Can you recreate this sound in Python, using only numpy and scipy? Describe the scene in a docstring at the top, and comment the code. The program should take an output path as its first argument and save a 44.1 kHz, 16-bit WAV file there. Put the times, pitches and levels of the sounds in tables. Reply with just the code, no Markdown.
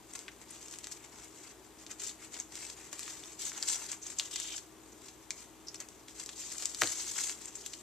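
"""An appliance hums in a small, hard kitchen while card rubs softly on card and fibres snap in a beak.
A parrot chews a cardboard card box on the counter and drags it over loose playing cards.
Filtered noise and short rings make the rubs, crackles, snaps, squeaks and scuffs; sines make the hum.
Late on, the lifted pack drops: decaying counter tones and a puff of air.
A stereo microphone with two close ports stands nearby."""
import sys
import numpy as np
from scipy import signal
from scipy.fft import rfft, irfft, next_fast_len
from scipy.io import wavfile
from scipy.ndimage import uniform_filter1d

SR = 44100
rng = np.random.default_rng(int(sys.argv[2]) if len(sys.argv) > 2 else 0)


def master_out(mix):
    """Clip the mix to full scale and print it as 16-bit PCM to the path in sys.argv[1]."""
    frames = np.transpose(np.atleast_2d(mix))
    ceiling = np.clip(frames, -1, 1)
    pcm = np.round(ceiling * 32767).astype(np.int16)
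    wavfile.write(sys.argv[1], SR, pcm)


N = 344862  # length of the scene in samples
TAPS = 2048  # length of a filter response in samples
HZ = np.fft.rfftfreq(TAPS, 1 / SR) + 1  # filter frequencies, 1 Hz up so that none is zero


def gain_of(db):
    """Decibels to amplitude."""
    return 10 ** (np.asarray(db) / 20)


def evened(x):
    """Scales to rms 1."""
    return x / np.sqrt(np.mean(x ** 2) + 1e-20)


def read(points, hz):
    """Reads a table on a log-frequency axis."""
    f, value = np.transpose(points)
    return np.interp(np.log(hz + 1), np.log(f + 1), value)


def add(mix, s, sound):
    """Adds a sound to the mix at s seconds."""
    part = mix[..., max(round(s * SR), 0):][..., :sound.shape[-1]]
    part += sound[..., :part.shape[-1]]


def causal(gain):
    """Minimum-phase impulse response with the given gain at HZ."""
    log_gain = np.log(np.maximum(gain, 1e-5))
    circle = np.concatenate([log_gain, log_gain[-2:0:-1]])
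    spectrum = np.exp(np.conj(signal.hilbert(circle)))
    return irfft(spectrum[:len(gain)])


def coloured(points):
    """Impulse response of a spectrum table in dB."""
    return causal(gain_of(read(points, HZ)))


def convolve(x, response):
    """Filters one or two channels and keeps their length."""
    return signal.oaconvolve(np.atleast_2d(x), np.atleast_2d(response), axes=1)[:, :x.shape[-1]]


def smooth_noise(length, first, second):
    """Slow random drift of rms 1: noise averaged twice, over so many samples."""
    noise = uniform_filter1d(rng.standard_normal(length), size=first)
    return evened(uniform_filter1d(noise, size=second))


# Likeness of diffuse sound at the two microphone ports.
# Each row: frequency in Hz, likeness from 0 (unrelated) to 1 (the same).
PORT_LIKENESS = [(30, 0), (120, 0.23), (300, 0.97), (650, 0.56), (1400, 0.62), (3000, 0.75), (5000, 0.29),
                 (7000, 0.6), (14000, 0)]


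def diffuse(pair):
    """Blends two unrelated signals until they are as alike as diffuse sound at two close ports."""
    length = pair.shape[1]
    size = next_fast_len(length, True)
    a, b = rfft(pair, size)
    same = np.clip(read(PORT_LIKENESS, np.fft.rfftfreq(size, 1 / SR)), 0, 1)
    mid = a * np.sqrt((1 + same) / 2)
    side = b * np.sqrt((1 - same) / 2)
    return irfft(np.array([mid + side, mid - side]), size)[:, :length]


def slips(length, per_s, spread_db):
    """Sizes of tiny fibre slips at random moments; a wider spread makes a few of them large."""
    size = gain_of(spread_db * np.minimum(rng.exponential(1, length), 4))
    return size * (rng.random(length) < per_s / SR)


def card_ring(hz, q, low_hz=620, high_hz=11500, skirt=1.25, travel_s=0.000298):
    """One resonance at unit energy; bending waves are slower when low, so the ring chirps down."""
    radiation = 1 / np.sqrt((1 + (low_hz / HZ) ** 4) * (1 + (HZ / high_hz) ** 4))
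    detuning = q * (HZ / hz - hz / HZ)
    ring = causal(radiation / (1 + detuning ** 2 / skirt) ** (skirt / 2))
    travel = np.exp(-4 * np.pi * 1j * travel_s * np.sqrt(hz * HZ))  # delays the lows most
    ring = irfft(rfft(ring) * travel)
    return ring / np.linalg.norm(ring)


# Colour of the fan's air in the room. Each row: frequency in Hz, relative level in dB per Hz.
FAN_AIR = [(20, -28), (45, -2), (80, -0.5), (100, -1), (160, -3.5), (230, -1), (390, 3), (510, -7.5),
           (1000, -6.5), (1500, -12.5), (3500, -14.5), (7000, -25), (10000, -13.5), (14000, -12)]
# Tones of the appliance. Each row: mean frequency in Hz, rms level in dB ahead of the ports.
MOTOR_TONES = [(59.1, -71), (119.2, -73), (317.8, -67), (398.4, -81), (427.5, -79)]


def appliance(air_db=-56.0, waver=0.00095):
    """Steady fan noise with a few faint tones that follow one motor's speed."""
    air = evened(convolve(diffuse(rng.standard_normal((2, N))), coloured(FAN_AIR)))
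    drift = evened(uniform_filter1d(rng.standard_normal(N), size=9000))
    turn = 2 * np.pi * np.cumsum(1 + waver * drift) / SR
    tones = sum(gain_of(db) * np.sqrt(2) * np.sin(hz * turn) for hz, db in MOTOR_TONES)
    return gain_of(air_db) * air + tones


# Short strokes of card on card. Each row: start in seconds, length in seconds,
# surface hiss in dB ahead of a common trim, flexing panel in dB against that hiss.
SHORT_STROKES = [(0.072, 0.16, -58.5, -6), (0.378, .054, -61, -3), (0.459, 0.16, -56, -9),
                 (0.617, 0.14, -54.5, -13), (0.76, .21, -57, -9), (0.986, .075, -58.5, -4),
                 (1.1, .16, -58, -5.5), (1.316, .2, -58.5, -8.5), (1.77, .065, -57.5, -10),
                 (1.885, 0.025, -46, -7), (1.978, .12, -44.5, -16), (2.181, .07, -55, -6),
                 (2.299, 0.11, -50, -8.5), (2.496, .22, -50.5, -10), (2.749, 0.12, -55, -5.5),
                 (2.898, 0.062, -50.5, -9), (2.961, 0.16, -47.5, -11.5), (3.102, 0.23, -54, -11),
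                 (3.373, .12, -43, -18), (3.513, .42, -46.5, -11), (3.642, 0.097, -37.5, -18.5),
                 (4.02, .11, -49, -13), (4.151, 0.11, -48.5, -13.5), (4.281, 0.29, -47, -21),
                 (4.964, .12, -59, -16), (5.356, 0.073, -52, -10.5), (5.784, 0.025, -49, -1),
                 (6.071, 0.018, -49, -15), (6.14, 0.085, -50.5, -12.5), (7.351, .14, -54.5, -12),
                 (7.503, 0.29, -54, -16)]
ATTACK_S, RELEASE_S = 0.041, 0.019  # the card starts to slide, and comes to rest
RESTING_DB, RESTING_FLEX_DB = -66.5, -11  # the card stirs a little under the bird between strokes
# The bird hauls the box up in one long pull.
# Each row: time in seconds, surface hiss in dB ahead of a common trim.
LONG_PULL = [(6.23, -65), (6.399, -49), (6.605, -44.5), (6.769, -50), (6.823, -38.5), (6.946, -43.5),
             (7.147, -43.5), (7.175, -38), (7.301, -41), (7.372, -61)]
PULL_FLEX_DB = -16.5  # flexing panel against hiss during the long pull


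def rubbing():
    """Hiss and panel levels in dB: short strokes catch, hold and let go; one long pull swells."""
    t = np.arange(N) / SR
    pull = gain_of(np.interp(t, *np.transpose(LONG_PULL), left=-np.inf, right=-np.inf))
    resting = gain_of([[RESTING_DB], [RESTING_DB + RESTING_FLEX_DB]])
    power = resting ** 2 + np.array([pull, pull * gain_of(PULL_FLEX_DB)]) ** 2
    for start, length, db, flex_db in SHORT_STROKES:
        u = t[:int((length + 10 * RELEASE_S) * SR)]
        speed = np.minimum(u / ATTACK_S, 1) * np.exp(-np.maximum(u - length, 0) / RELEASE_S)
        add(power, start, (gain_of([[db], [db + flex_db]]) * speed) ** 2)
    return 10 * np.log10(power)


def blurred(shape, across, along):
    """Smooth random patches of rms 1, so many cells wide in frequency and in time."""
    patches = uniform_filter1d(rng.standard_normal(shape), across, 0)
    return evened(uniform_filter1d(patches, along, 1))


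def shifting(x, patchy_db):
    """The contact point wanders over the card, so each instant favours other resonances."""
    z = signal.stft(x, nperseg=256)[2]
    slow = blurred(z.shape[1:], across=4, along=12)
    quick = blurred(z.shape[1:], across=9, along=2)
    return signal.istft(z * gain_of(patchy_db * evened(slow + quick)), nperseg=256)[1][:, :N]


# Colour of slips on the card's face. Each row: frequency in Hz, relative level in dB per Hz.
FACE_HISS = [(600, -42), (1800, -15.5), (3200, -3), (5000, -0.5), (7000, 0), (9000, -2), (11000, -4.5),
             (14000, -8.5)]
# Colour of the shaken box panels. Each row: frequency in Hz, relative level in dB per Hz.
BOX_PANEL = [(150, -12), (500, -7.5), (900, -4), (1400, -3.5), (2000, 1.5), (2700, -1), (4000, -13),
             (8000, -27.5)]


def drag(hiss_db=-1.0, panel_db=1.5, judder_db=2.4, lurch_db=0.5):
    """Dense slips hiss on the card's face and shake its panels while the grip judders and lurches."""
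    hiss, panel = rubbing()
    judder = judder_db * smooth_noise(N, 350, 120)
    lurch = lurch_db * smooth_noise(N, 1400, 500)
    grains = slips(N, per_s=9000, spread_db=1.0) * gain_of(judder + lurch)
    out = np.zeros((2, N))
    for colour, level in ((FACE_HISS, hiss + hiss_db), (BOX_PANEL, panel + panel_db)):
        rub = convolve(diffuse(grains * rng.standard_normal((2, N))), coloured(colour))
        rub = shifting(rub, patchy_db=2.2)
        out += evened(rub) * gain_of(level)
    return out


def crackle(count=900, level_db=9, spread_db=2.0, low_hz=1300, high_hz=9000, q=2.0):
    """Single fibres catch and let go, each with its own pitch, louder the harder the card is dragged."""
    hiss = rubbing()[0]
    out = np.zeros(N)
    for when, pitch, size in rng.random((count, 3)):
        at = int(when * N)
        db = hiss[at] + level_db + spread_db * min(-np.log(1 - size), 2)
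        hz = low_hz + (high_hz - low_hz) * pitch ** 1.5  # more of them low
        add(out, at / SR, gain_of(db) * card_ring(hz, q))
    return out


GENTLE_DB = -51.5  # hiss level of a gentle nibble


def nibbles(count=70, level_db=-32, low_hz=3000, high_hz=9000, q=4.3, after_db=-1):
    """Rows for small snaps at random moments, one in each equal span, that grow with the stroke's hiss."""
    hiss = rubbing()[0]
    rows = []
    for k, (when, pitch) in enumerate(rng.random((count, 2))):
        at = int((k + when) / count * N)
        db = level_db + hiss[at] - GENTLE_DB
        rows.append((at / SR, db, low_hz * (high_hz / low_hz) ** pitch, q, after_db))
    return rows


# Snaps and taps of card. Each row: time in seconds, energy in dB ahead of a common trim,
# ring in Hz, sharpness Q, crumble in dB against the break ahead of its own trim.
CARD_SNAPS = [(0.136, -22, 8150, 4.5, -13), (0.1521, -23, 2380, 0.33, 4.5), (0.1562, -23, 8800, 0.98, 3),
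              (0.1909, -21.5, 6140, 0.69, -13), (0.2814, -16.5, 1930, 1.7, -5), (0.5054, -25, 9400, 5, 5),
              (0.6836, -24, 6380, 2.4, -18), (0.7114, -26, 7830, 0.54, 0), (0.7375, -25.5, 3750, 0.25, 2),
              (0.7865, -19.5, 8800, 0.83, -10), (0.843, -22, 4400, 1.2, -2), (0.87, -18.5, 9000, 0.17, -7),
              (0.914, -28.5, 10200, 0.31, 7), (0.9201, -21.5, 6600, 0.93, 3.5),
              (1.244, -27, 10000, 1.4, -1), (1.8651, -23.5, 3720, 1.3, -3), (1.912, -24, 7200, .4, 0),
              (2.3415, -25, 4070, 1.2, 4), (2.3998, -16.5, 6600, 5.1, -18), (2.5545, -20, 4360, .65, -4),
              (2.929, -17.5, 3830, 0.16, 0), (2.9936, -13, 7200, .5, -15), (3.079, -21, 1660, .6, -7),
              (3.2372, -23, 3580, 4.8, -13), (3.392, -25, 6500, 0.78, 3), (3.518, -21.5, 1590, 1.6, -8),
              (3.6269, -6.5, 4730, 5.3, -22), (3.819, -27, 1150, 1.5, -4), (3.9166, -17.5, 7400, 1.9, 2),
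              (3.93, -20.5, 1100, 0.4, -9), (4.066, -25, 6600, 3.9, 3.5), (4.186, -17.5, 6600, 2.7, 6),
              (4.1973, -4, 3700, 1.8, -13), (4.313, -27.5, 5700, 2.6, 1), (4.359, -15, 4300, 0.99, 2),
              (4.4, -16, 7200, 0.44, 0), (4.5637, -19, 6500, 4.6, -2), (4.5793, -23.5, 4470, 0.6, 6),
              (5.084, -28.5, 3600, 1.1, 2), (5.3063, -12, 4870, 1.6, -9), (5.3066, -19, 2280, 5.3, -5),
              (5.314, -27, 6930, 2.2, -2), (5.684, -17.5, 5200, 9, -2), (5.7436, -25, 3460, 0.18, 5.5),
              (5.756, -26, 5460, 7.5, 1), (5.8027, -17, 6800, 0.92, -6), (5.8873, -25.5, 8800, 0.49, -15),
              (6.083, -24, 2880, 2, -4), (6.1984, -20.5, 4400, 0.76, 1), (6.261, -18.5, 7700, 0.72, -6),
              (6.291, -21, 3400, 0.94, 0.5), (6.582, -19, 8850, 1.1, -14), (6.6233, -17, 3400, 0.14, 0),
              (6.656, -8, 6760, 2, -20), (6.7469, -15, 4340, 0.82, -6), (6.8141, -13, 4450, 0.37, 7),
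              (6.8193, 3.5, 1730, 1.4, -20), (6.832, -19, 5500, 1.2, -17), (6.8348, -3.5, 3120, 0.85, -21),
              (6.873, -12, 4320, 1.9, -15), (7.1872, -17, 1790, 2, -16), (7.296, -16, 2360, 1, -10),
              (7.4564, -21, 7400, 3, -11), (7.554, -25, 7400, 3.3, 3.5), (7.6615, -15, 9500, 0.44, -1),
              (7.734, -22.5, 4200, 1.4, 4.5)]


def snaps(chatter_db=-6, chatter_s=0.00031, crumble_s=0.0061, crumble_db=1.5, level_db=-3.0,
          overtone_db=-11, overtone_growth=0.79, overtone_hz=12500):
    """A crack builds, breaks and rings the card, with a bright overtone on the loudest; fibres then crumble."""
    out, t = np.zeros((2, N)), np.arange(TAPS) / SR
    build_up = 16  # samples from the first strain to the break
    overtone = card_ring(overtone_hz, q=1.4)
    for s, db, hz, q, after_db in CARD_SNAPS + nibbles():
        chatter = evened(rng.standard_normal(TAPS) * t * np.exp(-t / chatter_s))
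        fibres = slips(TAPS, per_s=6600, spread_db=0.0) * rng.standard_normal((2, TAPS))
        crumble = evened(diffuse(fibres * np.exp(-t / crumble_s) * np.minimum(t / 0.0018, 1)))
        force = gain_of(chatter_db) * chatter + gain_of(after_db + crumble_db) * crumble
        force /= np.sqrt(TAPS)
        force[:, build_up] += 1  # the break itself
        # the overtone's share rises with the snap's level
        ring = card_ring(hz, q) + gain_of(overtone_db + overtone_growth * db) * overtone
        add(out, s - build_up / SR, gain_of(db + level_db) * convolve(force, ring))
    return out


# Squeaks and short scuffs of card. Each row: start in seconds, length in seconds,
# level in dB before its fades, resonance in Hz, half-width in Hz.
CARD_SQUEAKS_AND_SCUFFS = [(4.013, 0.031, -53, 6340, 1200), (4.317, 0.12, -48, 3400, 560),
                           (4.421, 0.14, -48, 3300, 650), (4.918, 0.016, -61, 6540, 1800),
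                           (5.666, 0.035, -54, 5200, 650), (6.993, 0.018, -41.5, 4900, 1800)]


def squeaks_and_scuffs(grip_db=4.0):
    """Squeaks and short scuffs of card: noise through a narrow or broad resonance, in ragged spurts."""
    out = np.zeros((2, N))
    for s, length, db, hz, width in CARD_SQUEAKS_AND_SCUFFS:
        count = int(length * SR)
        ring = causal(1 / (1 + ((HZ - hz) / width) ** 2))
        grip = gain_of(grip_db * evened(uniform_filter1d(rng.standard_normal(SR), size=400)))
        friction = diffuse(grip * rng.standard_normal((2, SR)))[:, :count]
        rub = evened(convolve(friction, ring))
        add(out, s, gain_of(db) * rub * signal.windows.tukey(count, .4))
    return out


# Landings of the dropped pack. Each row: time in seconds, relative level in dB.
LANDINGS = [(6.821, -33), (6.829, -38), (6.836, -36.5)]
# Ringing modes of the counter. Each row: frequency in Hz, relative level in dB,
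# time to fall by 60 dB in seconds.
COUNTER_MODES = [(104, -10, 0.26), (165, -20, 0.037), (224, 0, 0.052), (305, 1, 0.081), (431, -3.5, 0.12),
                 (564, -10, 0.079), (690, -5, 0.051)]
# Colour of the air pushed out from under the pack. Each row: frequency in Hz, relative level in dB per Hz.
AIR_PUFF = [(40, -30), (90, -26), (200, 4.5), (400, 5.5), (700, -4), (1400, -19), (3000, -30)]


def thumps(rise_s=0.0038, ring_db=-4, puff_db=2, puff_s=0.0089):
    """The falling cards land in quick succession, push out air and shake the counter."""
    out, t = np.zeros(N), np.arange(SR // 3) / SR
    modes = np.zeros(len(t))
    for k, (hz, level, t60) in enumerate(COUNTER_MODES):
        modes += (-1) ** k * gain_of(level - 60 * t / t60) * np.sin(2 * np.pi * hz * t)
    for s, db in LANDINGS:
        air = evened(convolve(rng.standard_normal(len(t)), coloured(AIR_PUFF))[0])
        blow = gain_of(ring_db) * modes + gain_of(puff_db) * air * np.exp(-t / puff_s)
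        add(out, s, gain_of(db) * blow * (1 - np.exp(-(t / rise_s) ** 2)))
    return out


# Decay of the room. Each row: frequency in Hz, time to fall by 60 dB in seconds.
ROOM_DECAY = [(200, 0.2), (1500, 0.33), (6000, .24), (14000, 0.62)]


def reflections(near_db=-8.5, near_s=0.0051, tail_db=-9):
    """Counter and appliances scatter the sound at once; the walls add a short tail."""
    t = np.arange(SR // 2) / SR
    scatter = diffuse(rng.standard_normal((2, len(t))) * (rng.random(len(t)) < 3000 / SR))
    near = evened(scatter * np.exp(-t / near_s) * (t > .0012))
    hz, at, z = signal.stft(diffuse(rng.standard_normal((2, len(t)))), SR, nperseg=256)
    decay = gain_of(-60 * at / read(ROOM_DECAY, hz)[:, None])
    tail = signal.istft(z * decay, SR, nperseg=256)[1][:, :len(t)]
    tail = evened(tail * (t > .006))
    return (gain_of(near_db) * near + gain_of(tail_db) * tail) / np.sqrt(len(t))


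def kitchen(x, rounds_per_s=1.695, count=3):
    """As bird and box move, a few patterns of reflections fade into one another in turn."""
    turn = np.pi * rounds_per_s * np.arange(N) / SR
    # the squared shares always sum to one
    shares = [np.sqrt(2 / count) * np.cos(turn + np.pi * k / count) for k in range(count)]
    return x + sum(convolve(x * share, reflections()) for share in shares)


def scene():
    """The bird's work on the counter, heard in the room over the hum."""
    work = drag() + crackle() + snaps() + squeaks_and_scuffs() + thumps()
    return appliance() + kitchen(work)


# Treble resonance of the left port's cavity. Each row: frequency in Hz, gain in dB.
LEFT_CAVITY = [(100, -1.1), (700, 4.5), (3000, 1.13), (4000, 2), (4700, 2.5), (5500, 3.5), (6500, 6),
               (7500, 13), (8400, 5.5), (10000, -3), (12000, -4), (14000, -4)]
# Treble resonance of the right port's cavity. 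Each row: frequency in Hz, gain in dB.
RIGHT_CAVITY = [(100, -2.5), (700, 0.35), (3000, -0.6), (4000, -0.5), (4700, 0.5), (5500, 2), (6400, 9.5),
                (7100, 4), (8000, -4.5), (10000, -12), (12000, -12), (14000, -8)]
EDGE_HZ = 14350  # upper band limit


def record(dry):
    """The resonance of each microphone port, then the band limit."""
    ports = np.array([coloured(LEFT_CAVITY), coloured(RIGHT_CAVITY)])
    low_pass = signal.firwin(255, EDGE_HZ, window=("kaiser", 8), fs=SR)
    return signal.oaconvolve(convolve(dry, ports), low_pass[None], "same", axes=1)


dry = scene()
out = record(dry)
master_out(out)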